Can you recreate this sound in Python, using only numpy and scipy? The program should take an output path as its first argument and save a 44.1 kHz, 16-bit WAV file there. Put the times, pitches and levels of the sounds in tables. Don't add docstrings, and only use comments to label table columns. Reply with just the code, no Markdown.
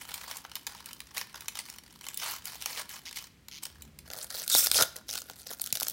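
import sys
import numpy as np
from scipy import signal
from scipy.fft import rfft, irfft
from scipy.io import wavfile
from scipy.ndimage import uniform_filter1d

SR = 44100
rng = np.random.default_rng(int(sys.argv[2]) if len(sys.argv) > 2 else 0)


def int16_out(signal):
    q = np.round(np.clip(np.atleast_2d(signal).T, -1, 1) * 32767)
    wavfile.write(sys.argv[1], SR, q.astype(np.int16))


N = 261072
TIME = np.arange(N) / SR
CLOSE_FROM_S = 4.07
FOIL_HZ = 2000

# (time [s], length [s], crackle [dB], body against crackle [dB])
SQUEEZES = [(0.0, 0.049, -47.5, -6.5), (0.09, 0.17, -46.5, -3.5), (0.288, 0.041, -42.5, -3),
            (0.355, 0.037, -48.5, -5.5), (0.693, .12, -53.5, -0.5), (0.873, 0.037, -51.5, -2.5),
            (1.156, .05, -42, -7), (1.355, 0.096, -54.5, -2.5), (1.557, 0.043, -46, -7),
            (1.656, 0.091, -52, -5.5), (1.905, 0.048, -62.5, -9), (2.037, 0.096, -51.5, -5),
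            (2.182, .04, -43.5, -15), (2.222, .095, -38, -4), (2.324, 0.041, -44, -6.5),
            (2.455, 0.1, -45.5, -5.5), (2.594, .055, -47, -12), (2.677, 0.11, -42, -8),
            (2.78, 0.023, -38.5, -2), (2.906, 0.074, -45.5, -5.5), (3.04, .06, -56, -1.5),
            (3.162, .016, -40, -11.5), (3.195, .06, -50, -7), (3.624, 0.037, -50, -7), (3.68, .19, -65, -2),
            (4.06, .02, -54.5, -1), (4.114, 0.059, -49, 2.5), (4.174, 0.068, -42, -5.5),
            (4.3, 0.047, -43.5, -6.5), (4.353, 0.093, -40, -8.5), (4.502, 0.16, -31.5, -15),
            (4.666, 0.11, -42, -17), (4.743, 0.042, -26, -14), (4.792, 0.026, -25.5, -1),
            (4.956, 0.019, -51, 4.5), (5.091, .024, -40.5, -13), (5.148, .04, -38, -11),
            (5.281, .03, -47, -9), (5.38, 0.032, -49.5, -10.5), (5.467, .03, -48, -9),
            (5.507, 0.025, -43, -4), (5.615, 0.091, -49, -12), (5.752, 0.029, -40.5, -14),
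            (5.81, .11, -45, -12)]
# (start [s], end [s])
HELD = [(0, 2), (2.0, 2.8), (4.3, 5.0), (5.09, 6.5)]
# (frequency [Hz], gain [dB])
FAR_COLOUR = [(400, -11), (700, -5.5), (1200, 1), (1600, -2.5), (2200, 3.8), (2650, 0.5), (5000, 4),
              (7000, -0.5), (11000, -1.3), (15500, -3.5)]
NEAR_COLOUR = [(400, -6), (600, 1.5), (1150, -9), (1500, -0.5), (2400, -7.5), (3800, 1.5), (5500, 3.2),
               (7500, -0.5), (10000, 0.3), (15500, -3)]
# (frequency [Hz], width [Hz], gain [dB])
FAR_HOLLOW = [(937, 60, 0.5), (3004, 130, 0.5)]
NEAR_HOLLOW = [(1423, 85, 1)]
# (frequency [Hz], relative level [dB])
ROOM_TONE = [(28, -30), (55, 2), (100, -4.5), (200, -3), (350, -9.5), (700, -23.5), (2000, -19.5),
             (15000, -34)]
# (time [s], level [dB], brightness [dB per octave])
SNAPS = [(0.1405, -35, 2), (0.369, -40.5, 3.5), (0.4491, -44.0, -8), (0.5155, -43, -3), (0.5541, -33.5, 2),
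         (0.5648, -40, -3.5), (0.6669, -32.5, -0.5), (0.6715, -35.5, -1), (0.8583, -42.5, 3.5),
         (0.9307, -43, 3), (1.003, -38.5, -0.5), (1.1705, -33, -4), (1.1787, -30.5, 0.5),
         (1.2122, -33.5, -3.5), (1.3431, -42.5, -6), (1.3573, -41.5, -3.5), (1.407, -42, 1.0),
         (1.4821, -30.5, 0.5), (1.5534, -38.5, -1), (1.5892, -32.5, 0.5), (1.699, -39.5, 0.5),
         (1.7841, -43, -0.5), (2.01, -45, -1.5), (2.066, -38.5, -1.5), (2.085, -37.5, 3), (2.143, -44.5, 7),
         (2.1733, -37.5, 6.5), (2.4545, -39.5, 5), (2.622, -35.5, 0.0), (2.6586, -27.5, -1.0),
         (2.892, -42.5, 2.5), (3.11, -43.5, -2), (3.127, -42.5, 0), (3.1704, -36.5, 0),
         (3.4835, -42.5, 0.5), (3.6346, -39.5, 4.5), (3.6531, -35.5, 1), (3.821, -46.5, 4.5),
         (3.988, -45.5, 2.5), (4.1017, -39, -3.5), (4.134, -38.0, 2.5), (4.4298, -43, 0.5),
         (4.4777, -31, 3.5), (4.4987, -29.5, 4), (4.5493, -18.5, 0.5), (4.661, -28, 2), (4.6694, -22, 0),
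         (4.7144, -19, 1.5), (4.8089, -21, -4.5), (4.8223, -19.5, 2), (4.8253, -22.5, -1),
         (4.8318, -29, 0.5), (4.9638, -39.5, 3), (5.1288, -36.5, 1.5), (5.1372, -35, 1), (5.1535, -38, 3),
         (5.218, -40, 0), (5.2983, -41, -5.5), (5.471, -47.5, 6), (5.5969, -39.5, -2), (5.6162, -39, 11),
         (5.64, -38.5, 4.5), (5.661, -38, 4.0), (5.6723, -38, 2), (5.726, -24.5, 3.0), (5.753, -30.5, 1.5),
         (5.7712, -32.5, -0.5), (5.8, -34, 4), (5.8087, -31, 1), (5.8255, -35.5, 1), (5.8303, -31.0, 5),
         (5.8682, -34, -2.5), (5.8826, -31, 4.5), (5.898, -38.5, 6.5)]
# (low edge [Hz], high edge [Hz])
ZONES = [(400, 2000), (2000, 7000), (7000, 16000)]
ZONE_OCTAVES = (-2, 0, 1.5)
SNAP_ZONES_DB, CREAK_ZONES_DB = (-10, 0.3, -1.9), (-17, 1.5, -11)
# (start [s], end [s], rate [slips/s], level [dB])
CREAKS = [(3.055, 3.091, 170, -43), (3.513, 3.586, 140, -46), (5.09, 5.103, 260, -42)]
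# (time [s], level [dB])
THRUM = [(3.55, -73), (3.72, -60.5), (3.85, -51.5), (4.02, -56.5), (4.4, -75), (4.8, -54.5), (5.0, -75)]
# (frequency [Hz], width [Hz], relative level [dB])
DESK_MODES = [(70.4, 4, 0), (148, 14, -5), (218, 38, -11)]
# (time [s], length [s], pitch [Hz], level [dB])
SQUEAKS = [(4.511, 0.033, 3770, -30), (4.534, 0.018, 3540, -24.5), (4.555, .014, 3850, -20.5)]
# (time [s], rate [slips/s], level [dB])
RIP = [(4.512, 1020, -50), (4.524, 1170, -25.5), (4.558, 1000, -25.5), (4.586, 1320, -18.5),
       (4.602, 850, -24), (4.628, 1100, -29), (4.650, 1230, -24)]
# (frequency [Hz], width [Hz], gain [dB])
TAUT_MODES = [(1390, 330, -13), (3570, 1500, -10.5), (5520, 360, 3.5), (6550, 920, -1.5), (8780, 930, 1.5),
              (11370, 440, 4), (14800, 1500, 0.5)]
# (time [s], level [dB], starting pitch [Hz])
PLOPS = [(4.5505, -17, 1020), (4.552, -36.5, 257), (4.756, -26.5, 830), (4.7875, -17, 1670),
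         (4.7995, -21, 784), (4.8145, -20, 900), (4.819, -33, 170), (4.824, -34, 665), (5.310, -42, 690),
         (5.5145, -32.5, 872), (5.7295, -39.5, 193), (5.8192, -25.5, 1020), (5.833, -43, 430)]


def from_db(db):
    return 10 ** (np.asarray(db) / 20)


def rms_one(x):
    return x / np.sqrt(np.mean(x ** 2) + 1e-20)


def in_time(rows):
    s, *columns = np.transpose(rows)
    return [np.interp(TIME, s, c) for c in columns]


def gain_at(points, hz):
    at, db = np.transpose(points)
    return from_db(np.interp(np.log(hz + 1), np.log(at), db))


def drift(per_s):
    knots = np.arange(0, N / SR + 1, 1 / per_s)
    return rms_one(np.interp(TIME, knots, rng.standard_normal(N)[:len(knots)]))


def band(x, low, high):
    return signal.sosfilt(signal.butter(2, [low, high], "band", fs=SR, output="sos"), x)


def fade(x, seconds):
    r = np.exp(-1 / (seconds * SR))
    return signal.lfilter([1 - r], [1, -r], x + 1e-18)


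def resonance(x, hz, width):
    r = np.exp(-np.pi * width / SR)
    feedback = [1, -2 * r * np.cos(2 * np.pi * hz / SR), r * r]
    return (1 - r * r) / 2 * signal.lfilter([1, 0, -1], feedback, x)


def resonate(x, modes):
    return rms_one(sum((-1) ** k * from_db(db) * resonance(x, hz, width)
                       for k, (hz, width, db) in enumerate(modes)))


def handling():
    grip_db_per_s, sag_db_per_s, let_go_db_per_s = 902, 14.5, 450
    hold_db, hold_body_db = -60, -5
    settle_db, settle_db_per_s, settle_body_db = -18.5, 384, -6.5
    t = TIME[::40]
    held = sum((t >= start) & (t < end) for start, end in HELD)
    crackle = from_db(hold_db) ** 2 * (0.0012 + held)
    body = crackle * from_db(hold_body_db) ** 2
    for s, length, db, body_db in SQUEEZES:
        age = t - s
        shape_db = (grip_db_per_s * np.minimum(age, 0)
                    - sag_db_per_s * (np.clip(age, 0, length) - length / 2)
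                    - let_go_db_per_s * np.maximum(age - length, 0))
        power = from_db(db + np.maximum(shape_db, -100)) ** 2
        crackle += power
        body += power * from_db(body_db) ** 2
    for s, db, _ in SNAPS:
        power = (t > s) * from_db(db + settle_db - settle_db_per_s * np.clip(t - s, 0, 1)) ** 2
        crackle += power
        body += power * from_db(settle_body_db) ** 2
    return in_time(np.transpose([t, 10 * np.log10(body), 10 * np.log10(crackle)]))


def rustle(colour, light_per_s, crowding, swell_s, grain_s, size_db, rub_share, patchy_db,
           body_trim_db, crackle_trim_db, light_touch_db=-50):
    body_db, crackle_db = handling()
    grip = from_db(crowding * (crackle_db - light_touch_db))
    sliding = np.clip(rub_share * grip, .01, .9)
    buckles = rng.random(N) < light_per_s * grip / SR
    grains = buckles * from_db(size_db * np.minimum(rng.exponential(1, N), 3)) ** 2
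    edges_hz = np.geomspace(400, 20100, 18)
    white = rng.standard_normal((2, N))
    body, crackle = 0, 0
    for k, (low, high) in enumerate(zip(edges_hz, edges_hz[1:])):
        power = grains * from_db(patchy_db * rng.standard_normal(N)) ** 2
        power = fade(power, grain_s * np.sqrt(FOIL_HZ / low))
        power = fade(power, swell_s)
        local_mean = uniform_filter1d(power, size=SR // 25) + 1e-12
        power = sliding + (1 - sliding) * power / local_mean
        hiss = band(white[k % 2], low, high) * gain_at(colour, np.sqrt(low * high))
        layer = hiss * np.sqrt(np.abs(power)) * from_db(patchy_db / 2 * drift(45))
        if low < ZONES[0][1]:
            body += layer
        else:
            crackle += layer
    return (from_db(body_db + body_trim_db) * rms_one(body)
            + from_db(crackle_db + crackle_trim_db) * rms_one(crackle))


def hollow(x, modes):
    return x + sum(from_db(db) * resonance(x, hz, width) for hz, width, db in modes)


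def room(x, t60_s, top_t60_s, early_s, early_db, top_db):
    t = np.arange(SR // 2) / SR
    noise = rng.standard_normal(len(t))
    low = signal.sosfiltfilt(signal.butter(2, 5500, fs=SR, output="sos"), noise)
    tail = low * from_db(-60 * t / t60_s) + (noise - low) * from_db(top_db - 60 * t / top_t60_s)
    response = tail * (t > .003) * (1 + from_db(early_db) * np.exp(-t / early_s))
    return signal.fftconvolve(x, response / np.sqrt(np.sum(response ** 2)))[:N]


def room_tone(level_db):
    spectrum = rfft(rng.standard_normal(N)) * gain_at(ROOM_TONE, np.fft.rfftfreq(N, 1 / SR))
    return from_db(level_db) * rms_one(irfft(spectrum, N))


def single_snaps():
    return [(s, *(db + np.array(SNAP_ZONES_DB) + brightness * np.array(ZONE_OCTAVES)))
            for s, db, brightness in SNAPS]


def snaps(rows, colour, rise_s, decay_s, damping, lag_s, trim_db, modes_per_zone=28):
    out, t = np.zeros(N + SR), np.arange(SR // 40) / SR
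    for s, *levels in rows:
        at = round(s * SR)
        for (low, high), db in zip(ZONES, np.add(levels, trim_db)):
            hz = low + (high - low) * rng.random((modes_per_zone, 1))
            slowness = np.sqrt(FOIL_HZ / hz)
            age = np.maximum(t - lag_s * slowness, 0)
            swell = (1 - np.exp(-age / (rise_s * slowness))) ** 2
            decay = np.exp(-age / decay_s * (hz / FOIL_HZ) ** damping)
            modes = gain_at(colour, hz) * np.sin(2 * np.pi * (hz * age + rng.random(hz.shape)))
            burst = (modes * swell * decay).sum(axis=0)
            strength = np.sqrt(np.sum(burst ** 2) / (SR / 250))
            out[at:at + len(t)] += from_db(db) * burst / strength
    return out[:N]


def creak_slips(jitter):
    rows = []
    for start, end, per_s, db in CREAKS:
        for s, late in zip(np.arange(start, end, 1 / per_s), rng.standard_normal(20)):
            rows.append((s + jitter * late / per_s, *np.add(CREAK_ZONES_DB, db)))
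    return rows


def desk_thrum():
    desk = sum(from_db(db) * rms_one(resonance(rng.standard_normal(N), hz, width))
               for hz, width, db in DESK_MODES)
    return from_db(in_time(THRUM)[0]) * rms_one(desk)


def squeaks(waver, roughness):
    out = np.zeros(N)
    wavering_time = np.cumsum(1 + waver * drift(1200)) / SR
    for s, length, hz, db in SQUEAKS:
        arch = np.sin(np.pi * np.clip((TIME - s) / length, 0, 1))
        tone = np.sin(2 * np.pi * hz * wavering_time) * (1 + roughness * drift(500))
        out += from_db(db) * arch * rms_one(tone)
    return out


def rip(jitter, slip_s, hiss):
    per_s, db = in_time(RIP)
    teeth_torn = np.floor(np.cumsum(per_s * (1 + jitter * drift(600))) / SR)
    slips = np.diff(teeth_torn, prepend=0) * from_db(2 * rng.standard_normal(N))
    scrape = np.sqrt(fade(slips, slip_s)) * rng.standard_normal(N)
    ripping = (TIME > RIP[0][0]) & (TIME < RIP[-1][0])
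    return ripping * from_db(db) * resonate(rms_one(slips) + hiss * rms_one(scrape), TAUT_MODES)


def plops(rise_cycles, sag_cycles):
    out, t = np.zeros(N + SR), np.arange(SR // 25) / SR
    for s, db, hz in PLOPS:
        at, age = round(s * SR), hz * t / rise_cycles
        phase = 2 * np.pi * sag_cycles * np.log1p(hz * t / sag_cycles)
        out[at:at + len(t)] += from_db(db) * age * np.exp(1 - age) * np.sin(phase)
    return out[:N]


def scene():
    close = TIME >= CLOSE_FROM_S
    creases = single_snaps() + creak_slips(jitter=0.083)
    far = snaps([row for row in creases if row[0] < CLOSE_FROM_S], FAR_COLOUR,
                rise_s=0.0009, decay_s=0.0022, damping=0.14, lag_s=0.0001, trim_db=[-1.5, -0.8, 0.3])
    far += ~close * rustle(FAR_COLOUR, light_per_s=260, crowding=0.7, swell_s=0.0014, grain_s=0.00069,
                           size_db=6.0, rub_share=0.13, patchy_db=4.5,
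                           body_trim_db=-2.0, crackle_trim_db=0.5)
    far = hollow(far, FAR_HOLLOW)
    near = snaps([row for row in creases if row[0] >= CLOSE_FROM_S], NEAR_COLOUR,
                 rise_s=0.00019, decay_s=0.0016, damping=0.097, lag_s=0.00048, trim_db=[-2.5, -.6, -.3])
    near += close * rustle(NEAR_COLOUR, light_per_s=330, crowding=0.38, swell_s=0.00018, grain_s=0.00093,
                           size_db=5.5, rub_share=0.095, patchy_db=6.5,
                           body_trim_db=-4.0, crackle_trim_db=0.84)
    near += rip(jitter=0.082, slip_s=0.00035, hiss=0.9)
    near += squeaks(waver=0.05, roughness=0.53)
    near += plops(rise_cycles=0.45, sag_cycles=3.9)
    near = hollow(near, NEAR_HOLLOW)
    into_room = from_db(-9.5) * far + from_db(-14) * near
    echo = room(into_room, t60_s=0.48, top_t60_s=0.29, early_s=0.013, early_db=5.0, top_db=-0.5)
    return (far + near + echo + room_tone(level_db=-60.5) + desk_thrum())[None]


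def record(dry):
    low_cut_hz, top_cut_hz = 40, 15900
    thin = signal.sosfilt(signal.butter(3, low_cut_hz, "high", fs=SR, output="sos"), dry)
    rounded = 0.64 * np.tanh(thin / 0.66)
    return signal.sosfilt(signal.ellip(10, .2, 80, top_cut_hz, fs=SR, output="sos"), rounded)


dry = scene()
out = record(dry)
int16_out(out)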